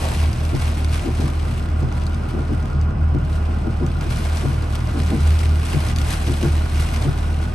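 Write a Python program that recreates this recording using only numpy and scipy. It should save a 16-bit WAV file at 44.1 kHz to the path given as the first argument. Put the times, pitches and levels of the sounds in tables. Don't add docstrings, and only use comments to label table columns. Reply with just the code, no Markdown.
import sys
import numpy as np
from scipy import signal
from scipy.fft import rfft, irfft, next_fast_len
from scipy.io import wavfile
from scipy.ndimage import uniform_filter1d

SR = 44100
rng = np.random.default_rng(int(sys.argv[2]) if len(sys.argv) > 2 else 0)


def dump_mix(stems):
    frames = np.atleast_2d(stems).T
    limited = np.clip(frames, -1, 1)
    pcm = np.round(limited * 32767).astype(np.int16)
    wavfile.write(sys.argv[1], SR, pcm)


def ratio(d):
    e = np.asarray(d, float) / 20
    return 10 ** e


N = 332514
SIZE = next_fast_len(N + 8192, True)
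BINS_HZ = np.fft.rfftfreq(SIZE, 1 / SR)

# frequency in Hz, level in dB.
RUMBLE_COLOUR = [(30, -57), (52, 2), (90, -8), (200, -8), (300, -9), (430, -15.5), (700, -21),
                 (1000, -19.5), (1500, -23), (1850, -32), (2300, -31.5), (3000, -35.5), (4500, -77),
                 (7000, -72)]
# frequency in Hz, width in Hz, level in dB.
PANEL_MODES = [(262, 53, -3), (334, 18, 4), (630.6, 17, 7), (730, 70, 6), (1605, 120, 0.5),
               (2190, 130, -1.5)]
# frequency in Hz, width in Hz, level in dB.
PAN_MODES = [(118.8, 25.7, 1.5), (138.8, 38.6, -4)]

# time in seconds, firing rate in Hz, level in dB.
ENGINE_IDLE = [(0.0, 37.916, -29.6), (0.63, 38.522, -28.1), (1.26, 38.303, -28.7), (1.88, 38.376, -27.7),
               (2.51, 38.305, -27.5), (3.14, 38.179, -27.6), (3.77, 38.404, -27.5), (4.4, 38.385, -27.8),
               (5.03, 38.73, -28.5), (5.65, 38.633, -29.5), (6.28, 37.939, -26.6), (6.91, 38.069, -26.5),
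               (7.54, 38.055, -27.0)]
# multiple of the firing rate, rms level in dB, wander in dB, phase in radians.
UPPER_ORDERS = [(3, -34.5, -3.5, -0.15), (4, -43, -2, 3), (6, -42.5, 4, 0.96)]
# start in seconds, length in seconds, peak level in dB.
BUFFETS = [(-0.01, 0.15, -21.07), (0.139, 0.2, -15.5), (0.35, 0.22, -18.5), (0.586, 0.16, -17.5),
           (0.718, 0.32, -18.05), (1.045, 0.28, -19.5), (1.274, 0.27, -20.5), (1.49, 0.21, -23.5),
           (1.668, 0.2, -17.84), (1.803, 0.52, -21), (2.31, 0.2, -22), (2.465, 0.23, -19.5),
           (2.71, 0.23, -16), (2.96, 0.21, -15.5), (3.122, 0.56, -18.94), (3.607, 0.4, -21),
           (3.91, 0.33, -23.77), (4.189, 0.26, -18.5), (4.402, 0.38, -20.47), (4.703, 0.27, -22.5),
           (4.915, 0.276, -18.5), (5.177, 0.22, -12), (5.349, 0.32, -14.26), (5.635, 0.34, -20.5),
           (5.924, 0.18, -17.02), (6.07, 0.49, -20), (6.462, 0.23, -16.5), (6.688, 0.2, -16),
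           (6.888, 0.19, -18.5), (7.03, 0.56, -20)]
# level in dB, factor on the block frequencies.
CYLINDERS = [(-14, 1.07), (0, 1.0), (-1.5, 1.003), (-1, 1.008), (-4, 1.03), (-10, 1.08)]
# frequency in Hz, width in Hz, level in dB,
# delay at the left port in samples, delay at the right port in samples.
BLOCK_MODES = [(1398, 24, .5, 0, 6), (750, 35, -3, 0, 20), (612, 30, -3, 30, 0), (1260, 35, -10, 5, 0),
               (950, 150, 1, 0, 12)]
# frequency in Hz, width in Hz, level in dB.
ALTERNATOR = (5030, 70, -64)

# time in seconds, peak level in dB, low ring in dB,
# rattle length in seconds, off-centre share from 0 to 1.
FAR_THUDS = [(0.537, -14.5, -0.5, 0.036, 0.46), (1.832, -17.5, 5.5, 0.02, 0.4),
             (3.152, -13.5, -1.5, 0.028, 0.44), (4.445, -13.5, 2, 0.044, 0.27),
             (5.74, -14.5, 4, 0.049, 0.28), (7.052, -16, 6, 0.062, 0.27)]
# time in seconds, peak level in dB, low ring in dB,
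# rattle length in seconds, off-centre share from 0 to 1.
NEAR_THUDS = [(1.051, -14, -10, 0.061, 0.23), (1.198, -14, -4, 0.094, 0.2), (2.338, -15, -7.5, 0.096, 0.25),
              (2.498, -12.5, -8.5, 0.067, 0.23), (3.658, -13, -16, 0.053, 0.2),
              (3.813, -14, 0, 0.055, 0.14), (4.949, -13.5, -11, 0.082, 0.18),
              (5.109, -11.5, -6.5, 0.078, 0.16), (6.277, -14.5, -3.5, 0.061, 0.19),
              (6.434, -10.5, -0.5, 0.055, 0.14)]
# frequency in Hz, width in Hz, level in dB.
COWL_LOW_MODES = [(136.7, 18.2, 0)]
# frequency in Hz, width in Hz, level in dB.
COWL_MODES = [(228.7, 79, 5.5), (281.5, 43, 2), (331.5, 37.5, 2.5), (417, 60, -6), (544, 98, -8.5),
              (693, 160, -14)]

# time in seconds, peak level in dB.
LARGE_DROPS = [(0.2294, -27), (0.33, -23.5), (0.4515, -23), (0.55, -23), (0.8454, -20.5), (0.894, -27),
               (0.9333, -25), (1.058, -27), (1.2044, -22), (1.924, -29), (2.0664, -24), (2.145, -28),
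               (2.8133, -31.5), (3.8641, -26), (4.0102, -24), (4.17, -24), (4.3707, -23), (4.754, -21.5),
               (4.8708, -32.5), (5.3043, -21.5), (5.39, -20), (5.4924, -27), (5.658, -23), (5.8857, -21),
               (5.961, -19), (5.9852, -19), (6.0155, -18), (6.2763, -23), (6.6976, -31), (7.0227, -19.5)]
# time in seconds, peak level in dB.
LULL_DROPS = [(1.595, -31), (1.811, -38), (2.299, -37), (2.5262, -39), (2.6265, -33), (2.7, -36),
              (3.149, -37), (3.1862, -36), (3.248, -35), (3.329, -32), (3.801, -40)]
# time in seconds, level in dB.
STORM = [(0.0, -34), (0.2, -43.5), (0.38, -42.5), (1.3, -46.5), (1.75, -49.5), (2.2, -47.5), (2.6, -48.5),
         (3.0, -55.5), (3.3, -47.5), (3.97, -48.5), (4.03, -43), (4.6, -44), (5.2, -44.5), (5.95, -40.5),
         (6.25, -38), (6.7, -41.5), (7.3, -43.5), (7.54, -48.5)]
# centre in seconds, spread in seconds, dB above the storm.
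SHEETS = [(0.19,0.055,6), (0.45,0.027,2.5), (0.65,0.067,5.5), (0.81,0.027,3), (0.88,0.015,-2),
          (0.94,0.04,6), (1.03,0.065,4), (1.22,0.059,5.5), (1.52,0.11,4.5), (1.8,0.015,3.5), (1.97,0.042,4),
          (2.3,0.012,3), (3.19,0.044,-4), (3.35,0.023,3), (4.12,0.014,5), (4.22,0.042,5), (4.4,0.074,5),
          (4.73,0.02,3.5), (5.03,0.098,3), (5.3,0.14,4.5), (5.41,0.013,1.5), (5.71,0.051,4.5),
          (5.88,0.051,3.5), (5.945,0.016,-7), (6.12,0.032,6), (6.44,0.028,2), (6.82,0.044,6),
          (6.94,0.036,4.5), (7.04,0.021,4.5), (7.45,0.054,3.5)]
# frequency in Hz, level in dB.
GLASS_COLOUR = [(250, -26), (500, -12), (1200, -1), (2500, 1), (4000, -4.5), (6000, -10), (6900, -18),
                (8000, -12.5), (10500, -22.5), (11200, -23), (11800, -59)]
# frequency in Hz, level in dB.
ROOF_COLOUR = [(250, -2), (500, 2), (1000, -2), (2000, -26.5), (3200, -39)]
# frequency in Hz, level in dB.
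FIZZ_COLOUR = [(5000, -10), (8000, -5), (10800, -0.5), (11500, -3), (12300, -13.5), (12700, -31),
               (13400, -33)]

# frequency in Hz, share from 0 to 1.
DIRECT_SHARE = [(60, .99), (140, .92), (310, .78), (500, .3), (1700, .12), (2300, .52), (4000, .77),
                (5400, .42), (6300, .7), (6900, .4), (8500, .95), (10200, .995), (11450, .83), (11900, .96)]
# frequency in Hz, lead of the left port in radians.
LEFT_LEAD = [(1600, 0), (2300, .3), (3100, 1.1), (4300, .5), (5200, .8), (6900, .15), (7500, 1.0),
             (8700, 0), (9200, -1.1), (10200, -3.14), (11700, -6.283)]
# frequency in Hz, left minus right in dB.
LEFT_TILT = [(90, -.3), (140, 2), (310, .5), (700, 0), (1600, -1.5), (2420, 0), (3640, 2.5), (5000, 4),
             (7000, 3), (8000, .3), (9000, 0)]


def evened(x):
    return x / np.sqrt(np.mean(x ** 2) + 1e-20)


def read(points, hz):
    f, value = np.transpose(points)
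    return np.interp(np.log(hz + 1), np.log(f + 1), value)


def along(rows):
    s, *columns = np.transpose(rows)
    return [np.interp(np.arange(N) / SR, s, column) for column in columns]


def drift(rate_hz):
    slow = signal.butter(2, rate_hz, fs=SR, output="sos")
    return evened(signal.sosfilt(slow, rng.standard_normal(N)))


def coloured(x, points):
    return evened(irfft(rfft(x, SIZE) * ratio(read(points, BINS_HZ)), SIZE)[:N])


def ring(x, hz, width):
    turn = np.exp(2j * np.pi * hz * np.arange(x.shape[-1]) / SR)
    r = np.exp(-np.pi * width / SR)
    return 2 * (turn * signal.lfilter([1 - r], [1, -r], x / turn)).real


def add(mix, s, sound):
    part = mix[..., round(s * SR):][..., :sound.shape[-1]]
    part += sound[..., :part.shape[-1]]


def ports(x, t60):
    t = np.arange(8192) / SR
    tails = rng.standard_normal((2, len(t))) * ratio(-60 * t / t60)
    tails = rfft(tails / np.linalg.norm(tails, axis=1, keepdims=True), SIZE)
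    share = read(DIRECT_SHARE, BINS_HZ)
    half = np.array([[.5], [-.5]])
    direct = np.sqrt(share) * np.exp(1j * half * read(LEFT_LEAD, BINS_HZ))
    paths = direct + np.sqrt(1 - share) * tails
    balance = ratio(half * read(LEFT_TILT, BINS_HZ))
    return irfft(rfft(x, SIZE) * paths * balance, SIZE)[:, :N]


def rumble():
    body, pan = np.zeros((2, N)), np.zeros((2, N))
    for _ in range(4):
        x = coloured(rng.standard_normal(N), RUMBLE_COLOUR)
        push = rng.standard_normal(N)
        x = x + sum((ratio(db) - 1) * ring(x, hz, width) for hz, width, db in PANEL_MODES)
        body += ports(x * ratio(1.3 * drift(9.0)), .2)
        boom = sum(ratio(db) * ring(ring(push, hz, w), hz, 2 * w) for hz, w, db in PAN_MODES)
        pan += ports(boom, .2)
    pan_db = -30 - 0.29 * (along(STORM)[0] + 47) + 1.5 * drift(3.3)
    return ratio(-30) * evened(body) + ratio(pan_db) * evened(pan)


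def buffets():
    t = np.arange(0, N, 64) / SR
    arches = np.zeros(len(t))
    for s, length, db in BUFFETS:
        arch = abs(np.sin(np.pi * np.clip((t - s) / length, 0, 1)))
        arches += ratio(db) * arch ** 0.71
    return np.interp(np.arange(N) / SR, t, arches)


def knock(turns):
    firing = np.floor(turns - .14)
    at = np.flatnonzero(np.diff(firing))
    cylinder = firing[at + 1].astype(int) % len(CYLINDERS)
    scatter = rng.standard_normal((len(at), 2))
    t, out = np.arange(2000) / SR, np.zeros((2, N))
    for i, c, (louder, sharper) in zip(at, cylinder, scatter):
        db, factor = CYLINDERS[c]
        pitch = factor * (1 + 0.00089 * sharper + 0.029 * (i / N) ** 3)
        for hz, width, mode_db, *late in BLOCK_MODES:
            age = np.maximum(t - np.array(late)[:, None] / SR, 0)
            swell = (1 - np.exp(-age / 0.00055)) * np.exp(-np.pi * width * age)
            tone = np.sin(2 * np.pi * hz * pitch * age)
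            add(out, i / SR, ratio(db + mode_db + 1.2 * louder) * swell * tone)
    eased_db, loaded_s = -7, 2.0
    load = np.minimum(np.arange(N) / SR / loaded_s, 1) ** 2
    return ratio(-43.3 + eased_db * (1 - load)) * evened(out) * ratio([[-1.5], [1.5]])


def alternator():
    hz, width, db = ALTERNATOR
    hiss = rng.standard_normal((2, N))
    return ratio(db) * evened(ring(ring(hiss, hz, width), hz, 2 * width))


def engine():
    hz, level_db = along(ENGINE_IDLE)
    turns = -.322 + np.cumsum(hz) / SR
    angle = 2 * np.pi * turns
    out = ratio(level_db + 0.86 * drift(4.8)) * np.cos(angle)
    out += buffets() * np.cos(2 * angle + 2.8 + 0.4 * drift(3.2))
    for k, db, wander_db, phase in UPPER_ORDERS:
        strength = ratio(db + wander_db * drift(6.0))
        out += strength * np.cos(k * angle + phase + 1.04 * drift(7.3))
    return np.sqrt(2) * out * ratio([[-.1], [.1]]) + knock(turns) + alternator()


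def thud(db, low_db, length, aside):
    t = np.arange(round(.3 * SR)) / SR
    shape = (1 - np.exp(-t / 0.0077)) * np.exp(-(t / length) ** 3)
    place, size = rng.random((2, 2, 40))
    at = ((np.arange(40) + place) * 260).astype(int)
    blows = np.sign(size - .5) * (.6 + abs(size - .5))
    knocks = np.zeros((2, len(t)))
    np.put_along_axis(knocks, at, blows, 1)
    rubber = np.hanning(60)[None]
    knocks = signal.oaconvolve(knocks * shape, rubber)[:, :len(t)]
    high = sum(ratio(d) * ring(ring(knocks, hz, w), hz, 3.46 * w) for hz, w, d in COWL_MODES)
    low = sum(ring(ring(knocks, hz, w), hz, 3.2 * w) for hz, w, _ in COWL_LOW_MODES)
    centre, edge = (h / abs(h).max() + ratio(low_db) * l / abs(l).max() for h, l in zip(high, low))
    return ratio(db) * np.array([0.97 * centre + aside * edge, 0.75 * centre - aside * edge])


def wipers():
    out = np.zeros((2, N))
    for s, *blow in [*FAR_THUDS, *NEAR_THUDS]:
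        add(out, s - .012, thud(*blow))
    return out


def drops():
    t, out = np.arange(500) / SR, np.zeros(N)
    when, size = rng.random((36, 2)).T
    when = when * (N - 2000) / SR
    stray_db = np.interp(when, *np.transpose(STORM)) + 13.0 + 3.0 * (2 * size - 1)
    rows = np.r_[LARGE_DROPS, LULL_DROPS, np.c_[when, stray_db]]
    noise = rng.standard_normal((len(rows), len(t)))
    spot_hz = 2920 + (4480 - 2920) * rng.random(len(rows)) ** 2
    rise = np.minimum(t / .0004, 1)
    for (s, db), puff, hz in zip(rows, noise, spot_hz):
        tick = 0.36 * puff * np.exp(-t / .0012)
        splat = .6 * ring(puff * np.exp(-t / .002), hz, 3000.0)
        add(out, s, ratio(db) * rise * (tick + splat))
    body = signal.butter(4, (1500, 11200), "bandpass", fs=SR, output="sos")
    return ratio(3.0) * ports(signal.sosfilt(body, out), .05)


def sheets():
    t = np.arange(0, N, 64) / SR
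    bells = sum(db * np.exp(-.5 * ((t - s) / spread) ** 2) for s, spread, db in SHEETS)
    return np.interp(np.arange(N) / SR, t, bells)


def rain():
    gust_db = sheets()
    level_db = along(STORM)[0] + gust_db
    sheet = ratio(level_db + 1.06 * drift(55.0))
    bright = ratio(0.57 * (level_db + 36.0) - 6.0 + 0.71 * drift(30.0))
    splash_db = 7 * np.exp(-(np.arange(N) / SR / 0.58) ** 2)
    roof_db = -4.5 + splash_db - 0.24 * gust_db
    heavy = ratio(roof_db + 2.4 * drift(7.4) + 2.0 * drift(34.0))
    t, out = np.arange(400) / SR, np.zeros((2, N))
    for splash_s in (.0003, .0004, .0006, .0008, .0012, .0017):
        struck = rng.random(N) < 500 / SR
        size = ratio(5.17 * np.minimum(rng.exponential(1, N), 4.5)) * struck
        taps = signal.oaconvolve(size, np.exp(-t / splash_s))[:N] * rng.standard_normal(N)
        spray = evened(taps) + 0.84 * rng.standard_normal(N)
        layers = coloured(spray, GLASS_COLOUR)
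        layers += heavy * coloured(spray, ROOF_COLOUR)
        layers += bright * coloured(spray, FIZZ_COLOUR)
        out += ports(sheet * layers, .07)
    return ratio(-7.0) * out


def scene():
    return rumble() + engine() + wipers() + drops() + rain()


def roll_off(x):
    return signal.sosfilt(signal.butter(12, 13090, fs=SR, output="sos"), x)


def record(dry):
    turn = np.array([[1, 0.95], [1, -1.025]]) / np.sqrt(2)
    hz, _, z = signal.stft(turn @ dry, SR, nperseg=1024)
    power = uniform_filter1d(abs(z) ** 2, size=7, axis=1)
    power = uniform_filter1d(power, size=2, axis=2)
    from_hz, faint_db = 8400, -16.5
    strongest = power[:, hz > from_hz].max((0, 1))
    z = z * ((power > ratio(2 * faint_db) * strongest) | (hz[:, None] < from_hz))
    kept = turn @ signal.istft(z, SR, nperseg=1024)[1][:, :N]
    edge = signal.firwin(255, 12900, window=("kaiser", 9), fs=SR)
    mix = signal.oaconvolve(kept, edge[None], "same")
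    return roll_off(mix)


dry = scene()
out = record(dry)
dump_mix(out)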